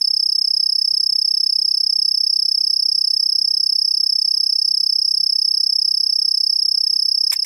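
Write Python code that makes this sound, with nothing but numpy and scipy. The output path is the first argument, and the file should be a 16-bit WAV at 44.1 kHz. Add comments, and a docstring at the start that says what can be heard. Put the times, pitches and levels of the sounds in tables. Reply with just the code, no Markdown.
"""Night outdoors, over faint air: a cricket trills on dry bark right in front of a camera, 32 strokes a
second. Each closing stroke draws the file over the scraper in a falling whistle; each opening one squeaks
faintly. Further off a second cricket, higher and a little faster, trills along and comes up around 2 s.
A finger ticks on the camera near 2.3 s and 4.2 s. Near the end it slides over the body in a short scrape
that makes the camera's limiter duck."""
import sys
import numpy as np
from scipy import signal
from scipy.fft import rfft, irfft
from scipy.io import wavfile
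from scipy.ndimage import uniform_filter1d

SR = 44100
rng = np.random.default_rng(int(sys.argv[2]) if len(sys.argv) > 2 else 0)


def master_out(mix):
    """Clip the mix to full scale and print it as 16-bit PCM to the path in sys.argv[1]."""
    frames = np.transpose(np.atleast_2d(mix))
    ceiling = np.clip(frames, -1, 1)
    pcm = np.round(ceiling * 32767).astype(np.int16)
    wavfile.write(sys.argv[1], SR, pcm)


N = 328545
TIME = np.arange(N) / SR


def near_cricket():
    """The lead: file and scraper whistle, rasp and squeak, with reflections from bark and trees."""
    # pace of the wings: (time [s], rate [strokes/s])
    tempo = [(0.0, 32.88), (0.3, 32.34), (1.6, 32.41), (3.3, 32.16), (3.8, 32.47), (5.7, 32.5),
             (6.6, 32.29), (7.4, 32.58)]
    age = strokes(tempo, first_s=.0097)
    swing = envelope(age, start=.00044, attack=.0058, hold=.0044, release=.0085)  # the wings close
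    touch = envelope(age, start=.00048, attack=.0023, hold=.001, release=.0012)  # scraper meets file
    bite = envelope(age, start=.006, attack=.0023, hold=.0067, release=.0026)  # it digs in late
    overtones = undb(-35.5) * swing + undb(-37) * touch + undb(-26) * bite
    hz = tooth_rate(age, start_hz=5382.8, sag_hz_per_s=36830)
    song = undb(-9) * closing_whistle(age, hz, swing, overtones, spread_rad=.22,
                                      second_db=-2, third_db=-13, wander=.0053, flutter=.0067)
    scratch = file_rasp(swing) + opening_squeak(age)
    mono = song.mean(0)
    # the upper scratch spreads more widely than the whistle, so more of it comes back
    reverb_send = mono + undb(20) * ring(scratch, 9200, 2000)
    return song + scratch + bark(mono) + undb(-27) * trees(reverb_send, t60=.2)


def strokes(tempo, first_s):
    """Seconds since the wings last began to close, at every sample; the beat is slightly uneven."""
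    rate = curve(tempo, TIME)
    beats = np.cumsum(rate) / SR - first_s * rate[0]
    return (beats + .0055 * walk(32)) % 1 / rate


def tooth_rate(age, start_hz, sag_hz_per_s, steady_s=.0028):
    """Pitch of the file: it holds briefly, then sags as the wings slow."""
    return start_hz - sag_hz_per_s * np.maximum(age - steady_s, 0)


def closing_whistle(age, hz, swing, overtones, spread_rad, second_db, third_db, wander, flutter):
    """File teeth drive the wing at its resonance: a whistle with two overtones."""
    swing = uniform_filter1d(swing, size=40)
    # the wing rests between strokes, so each one starts at a new phase
    restart = (swing < 1e-6) * rng.standard_normal(N)
    # the teeth catch less evenly as the stroke runs out
    uneven = .21 + (age / .0154) ** 2
    hz = hz * (1 + .00165 * walk(60) + wander * uneven * walk(1100))
    phase = np.cumsum(2 * np.pi * hz / SR + restart)
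    force = undb(.29 * walk(32)) * (1 + flutter * uneven * walk(720))
    fundamental = pan(-2.07) * np.sin(phase + np.array([[spread_rad], [0]]))
    second = undb(second_db) * pan(2.3) * np.sin(2 * phase)
    third = undb(third_db) * pan(-.8) * np.sin(3 * phase)
    return force * (swing * fundamental + overtones * (second + third))


def file_rasp(swing):
    """Dry friction noise of the file: strong while the wings close, faint while they open."""
    noise = rng.standard_normal(N) * np.sqrt(swing + .1) * undb(3.2 * walk(70) + 1.3 * walk(14))
    skirt = ring(ring(noise, 5990, 600), 5990, 600)
    treble = ring(ring(noise, 8200, 2000), 8200, 2000)
    # the finest hiss comes only while the teeth are pressed on the scraper
    sizzle = undb(-6.5) * np.sqrt(swing) * ring(ring(noise, 14000, 3600), 14400, 3700)
    return undb(-50) * unit(skirt) + undb(-57) * unit(treble + sizzle)


def opening_squeak(age):
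    """A faint, scratchy squeak, arching in pitch as the scraper skims back between the whistles."""
    top_hz, top_s, drop_hz, half_arch_s = 9570, .0223, 877, .0039
    arch_hz = top_hz - drop_hz * ((age - top_s) / half_arch_s) ** 2
    hz = arch_hz * (1 + .02 * walk(60) + .031 * walk(2500))
    phase = 2 * np.pi * np.cumsum(hz) / SR
    skim = envelope(age, start=.019, attack=.0015, hold=.0049, release=.003)
    return undb(-49.5 + 3.4 * walk(230)) * skim * np.sin(phase)


def far_cricket():
    """The same file-and-scraper song, higher and wetter, growing brighter as it grows louder."""
    # fader ride of the song: (time [s], level [dB])
    fader = [(0, -40), (1.9, -36.5), (2.15, -33.5), (7.45, -32.5)]
    # pace of the wings: (time [s], rate [strokes/s])
    tempo = [(0.0, 34.15), (1.7, 34.66), (2.5, 33.94), (3.9, 34.2), (7.4, 34.47)]
    level_db = curve(fader, TIME)
    bright_db = -15.5 + .83 * (level_db - level_db.max())
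    age = strokes(tempo, first_s=.0086)
    swing = envelope(age, start=.00099, attack=.00397, hold=.0053, release=.005)
    bite = envelope(age, start=.00045, attack=.0038, hold=.0026, release=.0026)
    # a softer second catch ends the stroke, where the pitch has stopped falling
    catch = undb(-7.5) * envelope(age, start=.0135, attack=.004, hold=.004, release=.0048)
    hz = np.maximum(tooth_rate(age, start_hz=5732, sag_hz_per_s=26000), 5454)
    song = closing_whistle(age, hz, swing + catch, undb(bright_db) * bite, spread_rad=.1,
                           second_db=-3, third_db=-20, wander=.00784, flutter=.063)
    return undb(level_db) * (pan(-7) * song + undb(-4) * trees(song.mean(0), t60=.074))


def handling():
    """Each catch of a finger sends friction into the camera body; soft catches are dull, hard ones thin."""
    # catches of the sliding finger: (time [s], level [dB], decay [s], brightness [Hz])
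    catches = [(2.275, -47, 0.0019, 1800), (4.247, -29.5, 0.0059, 600), (4.25, -46, 0.0018, 5000),
               (7.3175, -29.5, 0.0044, 14000), (7.321, -25.5, 0.0044, 3020), (7.326, -23.5, 0.0058, 14000),
               (7.329, -20, 0.003, 15700), (7.334, -15.5, 0.0041, 16000), (7.3375, -16, 0.0027, 14000),
               (7.3495, -31, 0.0024, 13000), (7.4455, -32, 0.0058, 12010)]
    # resonances of the camera body: (frequency [Hz], width [Hz], left gain [dB], right gain [dB])
    modes = [(680, 360, -6, -3), (1036, 220, 2, 3), (1840, 180, -11, 5), (2240, 310, 11, 7),
             (3340, 950, -1, -2), (5180, 1300, -22, -3), (8440, 3300, 3.5, 5.5), (12500, 1000, -3, 2.5)]
    friction, t = np.zeros((2, N + SR)), TIME[:SR // 20]
    for time_s, db, decay_s, bright_hz in catches:
        lowpass = signal.butter(2, min(bright_hz, .45 * SR), fs=SR)
        highpass = signal.butter(1, bright_hz / 7, "high", fs=SR)
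        noise = rng.standard_normal((2, len(t)))
        burst = signal.lfilter(*highpass, signal.lfilter(*lowpass, noise))
        start = int(time_s * SR)
        friction[:, start:start + len(t)] += undb(db) * np.exp(-t / decay_s) * burst
    friction = friction[:, :N]
    body = sum(undb([[left], [right]]) * ring(friction, hz, width) for hz, width, left, right in modes)
    # the low resonances die away roughly, and one small part rings on faintly
    tail = undb(-15) * trees(ring(body.mean(0), 1800, 1800), t60=.086)
    small_part = undb(5) * ring(friction, hz=2760, width_hz=8)
    low_cut = signal.butter(2, 480, "high", fs=SR, output="sos")
    return undb(7.5) * signal.sosfilt(low_cut, body + tail + small_part)


def bark(x):
    """Early reflections off the bark ripple the tail of each whistle."""
    # slaps off the bark: (delay [s], left gain [dB], right gain [dB])
    reflections = [(.0043, -47, -58), (.0078, -22.5, -21.5)]
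    return sum(undb([[left], [right]]) * np.roll(x, int(delay * SR))
               for delay, left, right in reflections)


def trees(x, t60):
    """A diffuse stereo tail, as from trunks and ground: as loud as x, dying by 60 dB in t60 seconds."""
    t = TIME[:SR // 2]
    tail = rng.standard_normal((2, len(t))) * undb(-60 * t / t60) * (t > .008)
    wet = signal.fftconvolve(x[None], tail, axes=1)[:, :N]
    return wet * np.std(x) / np.std(wet, axis=1, keepdims=True)


def night_air():
    """The bed: faint low rumble and hiss, swelling a little."""
    # tone of the air: (frequency [Hz], relative level [dB])
    tone = [(25, -4), (115, 0), (300, -4.5), (700, -10.5), (1500, -15.5), (3700, -19.5), (7000, -10),
            (15000, -13)]
    # its stereo width: (frequency [Hz], side minus mid [dB])
    width = [(60, -9.5), (200, -1.5), (700, 6.5), (2400, 5), (6000, -2.5)]
    hz = np.arange(N // 2 + 1) * SR / N
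    mid, side = rfft(rng.standard_normal((2, N))) * spectrum(tone, hz)
    low_band_rms = np.std(irfft(mid * (hz < 3700), N))
    stereo = irfft(mid + np.array([[1], [-1]]) * side * spectrum(width, hz), N)
    return undb(-62.5 + .32 * walk(4.4)) * stereo / low_band_rms


def envelope(age, start, attack, hold, release):
    """A 0-1 rise, hold and fall within one wing beat; all times in seconds."""
    return np.interp(age, np.cumsum([start, attack, hold, release]), [0, 1, 1, 0])


def undb(db):
    """Decibels to gain."""
    return 10 ** (np.asarray(db) / 20)


def curve(points, at):
    """An automation curve: straight lines between (time, value) points."""
    return np.interp(at, *np.transpose(points))


def spectrum(table, hz):
    """Gain at hz of (frequency [Hz], level [dB]) points on a log-frequency axis."""
    f, db = np.transpose(table)
    return undb(np.interp(np.log(hz + 1), np.log(f), db))


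def unit(x):
    """Scale to rms 1."""
    return x / np.sqrt(np.mean(x ** 2))


def pan(db):
    """Channel gains for a left minus right level."""
    return undb(np.array([[db], [-db]]) / 2)


def ring(x, hz, width_hz):
    """A resonance with gain 1 at its centre."""
    return signal.lfilter(*signal.iirpeak(min(hz, .45 * SR), hz / width_hz, fs=SR), x)


def walk(rate):
    """Random drift with spread near 1, turning rate times a second."""
    steps = rng.standard_normal(N // 10)
    return np.interp(TIME * rate, np.arange(len(steps)), steps)


def limiter(x, ceiling_db, release_s):
    """A treble-sensitive limiter: clamps at once and lets go exponentially."""
    treble_peak = np.abs(np.diff(x, prepend=0)).max(0)
    overshoot = np.maximum(np.log(treble_peak / undb(ceiling_db) + 1e-9), 1e-9)
    release = TIME / release_s
    reduction = np.exp(np.maximum.accumulate(np.log(overshoot) + release) - release)
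    return x * np.exp(-uniform_filter1d(reduction, size=32))


def scene():
    """Two crickets, the hand on the camera and the night air."""
    return near_cricket() + far_cricket() + handling() + night_air()


def record(dry):
    """The camera limits the loudest peaks and cuts the top."""
    limited = limiter(dry, ceiling_db=-7, release_s=.038)
    high_cut = signal.ellip(10, .2, 70, 15700, fs=SR, output="sos")
    return signal.sosfilt(high_cut, limited)


dry = scene()
out = record(dry)
master_out(out)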